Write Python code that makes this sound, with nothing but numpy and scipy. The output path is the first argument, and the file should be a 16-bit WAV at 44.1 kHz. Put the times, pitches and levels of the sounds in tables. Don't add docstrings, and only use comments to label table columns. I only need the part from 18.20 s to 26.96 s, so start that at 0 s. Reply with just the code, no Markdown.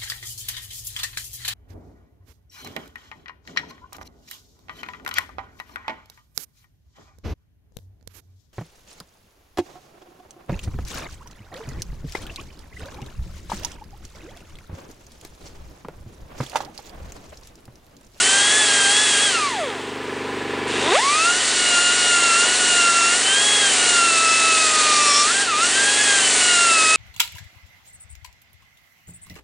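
import sys
import numpy as np
from scipy import signal
from scipy.fft import rfft, irfft
from scipy.io import wavfile
from scipy.ndimage import uniform_filter1d, minimum_filter1d

SR = 44100
rng = np.random.default_rng(int(sys.argv[2]) if len(sys.argv) > 2 else 0)


def bounce(signal):
    frames = np.transpose(np.atleast_2d(signal))
    limited = np.clip(frames, -1, 1)
    pcm = np.round(limited * 32767).astype(np.int16)
    wavfile.write(sys.argv[1], SR, pcm)


N = 386316
TIME = np.arange(N) / SR
FREQS = np.maximum(np.arange(N // 2 + 1) * SR / N, 1)
STARVED_BELOW_DB = -7.5


def from_db(db):
    return 10 ** (np.asarray(db) / 20)


def rms_one(x):
    return x / np.sqrt(np.mean(x ** 2) + 1e-20)


def in_time(*tables):
    s, *columns = np.vstack(tables).T
    return [np.interp(TIME, s, column) for column in columns]


def coloured(x, spectrum):
    hz, db = np.transpose(spectrum)
    gain = from_db(np.interp(np.log(FREQS), np.log(hz), db))
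    return rms_one(irfft(rfft(x) * gain, N))


def white():
    return rng.standard_normal(N)


def drift(rate):
    step = 40
    r = np.exp(-2 * np.pi * rate * step / SR)
    noise = rng.standard_normal(N // step + 2002)
    slow = signal.lfilter([1], [1, -2 * r, r * r], noise)[2000:]
    return np.interp(np.arange(N) / step, np.arange(len(slow)), rms_one(slow))


def resonate(x, hz, width):
    r = np.exp(-np.pi * width / SR)
    section = [1, 0, -1, 1, -2 * r * np.cos(2 * np.pi * hz / SR), r * r]
    return rms_one(signal.sosfilt([section, section], x))


def ticks(turns):
    at = np.flatnonzero(np.diff(np.floor(turns)) > 0)
    late = (np.ceil(turns[at]) - turns[at]) / (turns[at + 1] - turns[at])
    clicks = np.zeros(N)
    clicks[at], clicks[at + 1] = 1 - late, late
    return clicks


def bump(x, centre, width):
    return np.exp(-((x - centre) / width) ** 2)


def workshop(x, t60):
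    t = TIME[:SR // 2]
    tail = rng.standard_normal(len(t)) * from_db(-60 * t / t60)
    return signal.fftconvolve(x, tail / np.linalg.norm(tail))[:N]


def shop_murk():
    # f/Hz, level/dB
    shop_spectrum = [(30, -44.5), (70, -40), (110, -20.5), (200, -13), (400, 5.5), (600, -3), (1000, -1),
                     (1400, -1.5), (2400, -4.5), (3500, -10), (5200, -19), (10000, -39)]
    return from_db(-38) * coloured(white(), shop_spectrum)


def compressor(unevenness_db=.35, clatter=.45):
    stroke_hz = 24.338
    # f/Hz, width/Hz, rms level/dB, delay/s
    pump_modes = [(138, 54, -52, 0.015), (229.5, 47, -47.5, 0.0017), (271.2, 20.5, -44.5, .036),
                  (355.4, 45, -44.5, .039), (408, 100, -38.5, .033)]
    # f/Hz, rms level/dB
    pump_tones = [(48.6, -65.5), (97.3, -53.5), (803, -50)]
    # f/Hz, width/Hz, rms level/dB
    casing_modes = [(985, 100, -46), (1723, 150, -47.5), (2300, 230, -51.5)]
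    turns = stroke_hz * TIME
    force = from_db(unevenness_db * drift(6.6))
    sound = np.zeros(N)
    for hz, width, db, delay in pump_modes:
        strokes = force * ticks(turns - stroke_hz * delay)
        sound += from_db(db) * resonate(strokes, hz, width)
    for hz, db in pump_tones:
        sound += from_db(db) * np.sqrt(2) * np.sin(2 * np.pi * hz * TIME)
    rattle = white() * (1 + clatter * np.cos(2 * np.pi * turns))
    for hz, width, db in casing_modes:
        sound += from_db(db) * resonate(rattle, hz, width)
    return sound


def gears(wheel_turns, gear_db, waver_db=5.0):
    # multiple of the wheel's turn rate, level/dB re gear_db
    gear_tones = [(6, -4), (8, -3), (11, -4), (14, -3), (15, -2), (18, -2), (19, -5), (20, -1), (24, -3),
                  (29, -3), (30, -2)]
    tones = 0
    for k, db in gear_tones:
        tones = tones + from_db(db + waver_db * drift(4)) * np.sin(2 * np.pi * k * wheel_turns)
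    return from_db(gear_db) * np.sqrt(2) * tones


def rattle_level(speed, driven, hush_db=31.0, edge_db=6.5):
    peak_db, loudest_hz = -32.0, 560
    return peak_db - edge_db * np.log2(speed / loudest_hz) ** 2 - hush_db * driven ** 2


def backlash(wheel_turns, rattle_db, uneven_db=4.0):
    knocks = ticks(wheel_turns) * from_db(uneven_db * np.clip(drift(150), -2, 2))
    lower = from_db(-0.5) * resonate(knocks, hz=1970, width=500)
    upper = resonate(knocks, hz=3320, width=460)
    return from_db(rattle_db) * (lower + upper)


def squeal_level():
    start_s, hold_s, held_db = 6.94, 0.084, -21
    rise_db_per_s, fall_db_per_s = 73, 698
    before = np.maximum(start_s - TIME, 0)
    after = np.maximum(TIME - start_s - hold_s, 0)
    return held_db - rise_db_per_s * before - fall_db_per_s * after


def wheel(wheel_turns, rasp_db, squeal_db, grain_db=1.0, wobble=0.15):
    # f/Hz, level/dB
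    rasp_spectrum = [(100, -46), (800, -19), (2500, -21.5), (3600, 0.5), (4400, 2), (5300, -4), (6500, -3),
                     (10000, -13)]
    grains = from_db(grain_db * np.minimum(rng.exponential(1, N), 3))
    grit = white() * grains * (1 + wobble * np.sin(2 * np.pi * wheel_turns))
    rasp = from_db(rasp_db + 0.71 * drift(9.9)) * coloured(grit, rasp_spectrum)
    catches = ticks(wheel_turns)
    squeal = resonate(catches, hz=5400, width=600) + from_db(-11) * resonate(catches, hz=7050, width=700)
    return rasp + from_db(squeal_db + 2.0 * drift(25)) * squeal


def exhaust(turns, rush_db, jet_db, pulsing=0.28):
    # f/Hz, level/dB
    rush_spectrum = [(70, -48), (170, -15.5), (300, -10), (650, -1.5), (900, -5.5), (1300, 0), (1600, -0.5),
                     (1950, 4), (2300, -2.5), (2700, 3.5), (3300, -1), (5000, -10.5), (10000, -29)]
    # f/Hz, level/dB
    jet_spectrum = [(100, -60), (1000, -31), (4000, -12.5), (5600, -3), (6500, -1), (7500, 4.5),
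                    (8500, 2.5), (9500, 2), (10200, -13)]
    puffs = 1 + pulsing * np.sin(2 * np.pi * turns)
    rush = from_db(rush_db + 6.5 + 0.19 * drift(13)) * coloured(white() * puffs, rush_spectrum)
    jet = from_db(jet_db + .5 * drift(19)) * coloured(white() * puffs, jet_spectrum)
    return rush + jet


def slow_puffs(turns, speed, puff_db, burr_db=8.5, merge_hz=900, uneven_db=4.5):
    apart = np.clip(2 * (1 - speed / merge_hz), 0, 1)
    valve_open = np.clip((puff_db + 50) / 8, 0, 1)
    turning = np.clip(speed / 200 - .6, 0, 1)
    puffs = ticks(turns) * from_db(uneven_db * drift(110))
    burr_spectrum = [(60, -43.5), (200, -14), (700, 1.5), (1200, -2), (1700, -6), (4000, -25), (10000, -33)]
    burr = turning * from_db(puff_db + burr_db) * coloured(puffs, burr_spectrum)
    gated = white() * (1 + 0.3 * np.cos(2 * np.pi * turns))
    ports = resonate(gated, hz=2630, width=380) + resonate(gated, hz=3650, width=600)
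    spit = valve_open * from_db(puff_db + 2.0) * ports
    return apart * (burr + spit)


def slow_harmonics(turns, speed, bark_db, centre_hz=430, spread_octaves=1.0, flutter_db=3.0):
    # multiple of the vane rate, peak level/dB re bark_db
    harmonics = [(3, 2), (4, -4), (5, -5)]
    tones = 0
    for k, db in harmonics:
        tones = tones + from_db(db + flutter_db * drift(40)) * np.sin(2 * np.pi * k * turns)
    return from_db(bark_db) * bump(np.log2(speed / centre_hz), 0, spread_octaves) * tones


def overtones(turns, speed, rush_db, whistle_db, waver_db=2.5, from_hz=1050):
    # multiple of the vane rate, level/dB re 1 dB below rush_db
    rotor_tones = [(.25, -19.5), (.5, -9), (.75, -22.5), (1.25, -8.5), (1.53, -8.5), (3, -15), (4, -13.5),
                   (4.249, -23), (6, -14)]
    spun_up = np.clip((speed - from_hz) / 200, 0, 1)
    tones = 0
    for k, db in rotor_tones:
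        tones = tones + from_db(db + waver_db * drift(3.8)) * np.sin(2 * np.pi * k * turns)
    whistle = from_db(whistle_db + 2.0 * drift(28)) * np.sin(10 * np.pi * turns)
    return np.sqrt(2) * (spun_up * from_db(rush_db - 1.0) * tones + whistle)


def standing_waves(hz):
    # f/Hz, half-width to 1/e /Hz, gain/dB
    wave_table = [(630, 42, 2.5), (990, 71, -7.5), (1154, 62, 4.5), (1382, 25, 3.5), (1499.5, 51, -15.5),
                  (1656, 20, -9), (2146, 170, -9.5), (2503, 94, -3.5), (2591, 27, 5.5), (2952, 51, -11),
                  (3370, 49, 0.5)]
    return sum(db * bump(hz, centre, width) for centre, width, db in wave_table)


def vane_levels(speed, starved_db, sway_db=1.5):
    # t/s, whine level/dB, octave level/dB, ahead of the terms below
    tone_levels = [(0, -22.5, -24.5), (1.0, -26.5, -23.5), (1.42, -19, -27), (1.55, -30, -29),
                   (2.72, -19.5, -23), (3.5, -24, -24.5), (4.1, -24, -23.5), (4.8, -22.5, -23.5),
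                   (5.3, -22.5, -21.5), (5.8, -22.5, -24), (6.3, -23.5, -25.5), (7.2, -23, -31),
                   (7.8, -20.5, -29), (8.6, -21.5, -20.5)]
    weak_below_hz, weak_db_per_octave = 420, 26.0
    weak_db = weak_db_per_octave * np.minimum(np.log2(speed / weak_below_hz), 0)
    whine_db, octave_db = in_time(tone_levels)
    whine_db = whine_db + 0.65 * starved_db + standing_waves(speed)
    octave_db = octave_db + 0.73 * starved_db + standing_waves(2 * speed)
    return [db + weak_db + sway_db * drift(8.7) for db in (whine_db, octave_db)]


def whine(turns, whine_db, octave_db, flutter_db=0.5):
    first = from_db(whine_db + flutter_db * drift(30)) * np.sin(2 * np.pi * turns)
    second = from_db(octave_db + flutter_db * drift(30)) * np.sin(4 * np.pi * turns)
    return np.sqrt(2) * (first + second)


def controls():
    # t/s, vane rate f/Hz
    first_run = [(0.0, 1408), (0.03, 1508), (0.392, 1724), (0.514, 1624), (0.664, 1586), (0.83, 1722),
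                 (0.958, 1603), (1.044, 1676), (1.1, 1550)]
    # t/s, vane rate f/Hz
    pause = [(1.2, 1240), (1.278, 1112), (1.412, 657), (1.5, 436), (1.6, 299.5), (1.75, 160), (2.5, 119.5),
             (2.58, 215), (2.719, 364), (2.75, 528.3), (2.78, 786.5), (2.81, 980)]
    # t/s, vane rate f/Hz
    long_pass = [(2.84, 1081), (3.07, 1386), (3.21, 1499), (3.59, 1399), (3.78, 1443), (4.15, 1356),
                 (4.25, 1435), (4.35, 1471), (4.74, 1361), (4.88, 1378), (5.25, 1669), (5.42, 1637),
                 (5.59, 1438), (5.69, 1437), (5.96, 1311), (6.24, 1308), (6.93, 1165), (7.05, 1189)]
    # t/s, vane rate f/Hz
    last_pass = [(7.09, 1294), (7.148, 1570), (7.222, 1635), (7.33, 1213), (7.368, 1208), (7.448, 1417),
                 (7.584, 1589), (7.818, 1679), (8.06, 1521)]
    # t/s, vane rate f/Hz
    last_press = [(8.27, 1438), (8.454, 1374), (8.596, 1283), (8.68, 1268), (8.75, 1292)]
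    # t/s, air flow level/dB re nominal full flow
    throttle = [(0, 1.5), (1.03, 0), (1.36, -18), (1.55, -26), (1.8, -32), (2.465, -35), (2.48, -25.5),
                (2.68, -21), (2.75, -5.5), (2.82, -6), (2.95, -2.5), (4.9, 0.5), (7.2, 0), (7.28, -8),
                (7.35, -7.5), (7.43, -0.5), (8.2, 2)]
    vane_hz, = in_time(first_run, pause, long_pass, last_pass, last_press)
    flow_db, = in_time(throttle)
    speed = uniform_filter1d(vane_hz, size=900) * (1 + 0.0035 * drift(14))
    starved_db = np.minimum(flow_db - STARVED_BELOW_DB, 0)
    driven = np.minimum(from_db(flow_db) ** 2, 1)
    free_hz, bogged_hz = 1590, 1166
    load = driven * np.clip((free_hz - speed) / (free_hz - bogged_hz), 0, 1)
    full_kick_hz_per_s = 4000
    hz_per_s = np.gradient(uniform_filter1d(vane_hz, size=2600)) * SR
    kick = np.clip(hz_per_s / full_kick_hz_per_s, 0, 1)
    return speed, flow_db, starved_db, driven, load, kick


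def scene():
    speed, flow_db, starved_db, driven, load, kick = controls()
    turns = np.cumsum(speed) / SR
    wheel_turns = turns / 5

    fed_db = np.maximum(flow_db, STARVED_BELOW_DB)
    rush_db = -30.0 + 0.72 * starved_db + 0.38 * fed_db
    rasp_db = -24.5 + 1.1 * starved_db + 1.5 * load + 0.28 * fed_db
    jet_db = -21.8 + flow_db
    whistle_db = -39.5 + flow_db + 10.5 * bump(5 * speed, 7050, 300)
    bark_db = rush_db + 9.0 * kick
    puff_db = rush_db + 3.0 * kick
    rattle_db = rattle_level(speed, driven) + .15 * flow_db + 10.0 * kick
    gear_db = -54 + 16 * load + 2 * starved_db

    tones = whine(turns, *vane_levels(speed, starved_db))
    tones = tones + overtones(turns, speed, rush_db, whistle_db)
    tones = tones + slow_harmonics(turns, speed, bark_db)
    motor = tones + from_db(-18.0) * workshop(tones, t60=0.42)
    air = exhaust(turns, rush_db, jet_db) + slow_puffs(turns, speed, puff_db)
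    gearbox = gears(wheel_turns, gear_db) + backlash(wheel_turns, rattle_db)
    sanding = wheel(wheel_turns, rasp_db, squeal_level())
    return np.tile(motor + air + sanding + gearbox + compressor() + shop_murk(), (2, 1))


def gain_control(x, most_db=11.0):
    target_db, squeeze, hold_s = -14.5, .7, .38
    release_db_per_s = 10.0
    level_db = 10 * np.log10(uniform_filter1d(x[0] ** 2, size=1300) + 1e-12)
    hold = int(hold_s * SR / 2)
    recent_db = -minimum_filter1d(-level_db, 2 * hold + 1, origin=hold, mode="nearest")
    fall = release_db_per_s * TIME
    held_db = np.maximum.accumulate(recent_db + fall) - fall
    return x * from_db(np.minimum(squeeze * (target_db - held_db), most_db))


def record(dry, hiss_db=-59.0):
    band = signal.ellip(12, .1, 80, 10060, fs=SR, output="sos")
    narrow = signal.sosfilt(band, gain_control(dry))
    hiss_spectrum = [(1000, -44.0), (13000, 27)]
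    hiss = from_db(hiss_db) * np.stack([coloured(white(), hiss_spectrum) for side in "LR"])
    top_cut = signal.ellip(10, .1, 80, 15800, fs=SR, output="sos")
    return signal.sosfilt(top_cut, narrow + hiss)


dry = scene()
out = record(dry)
bounce(out)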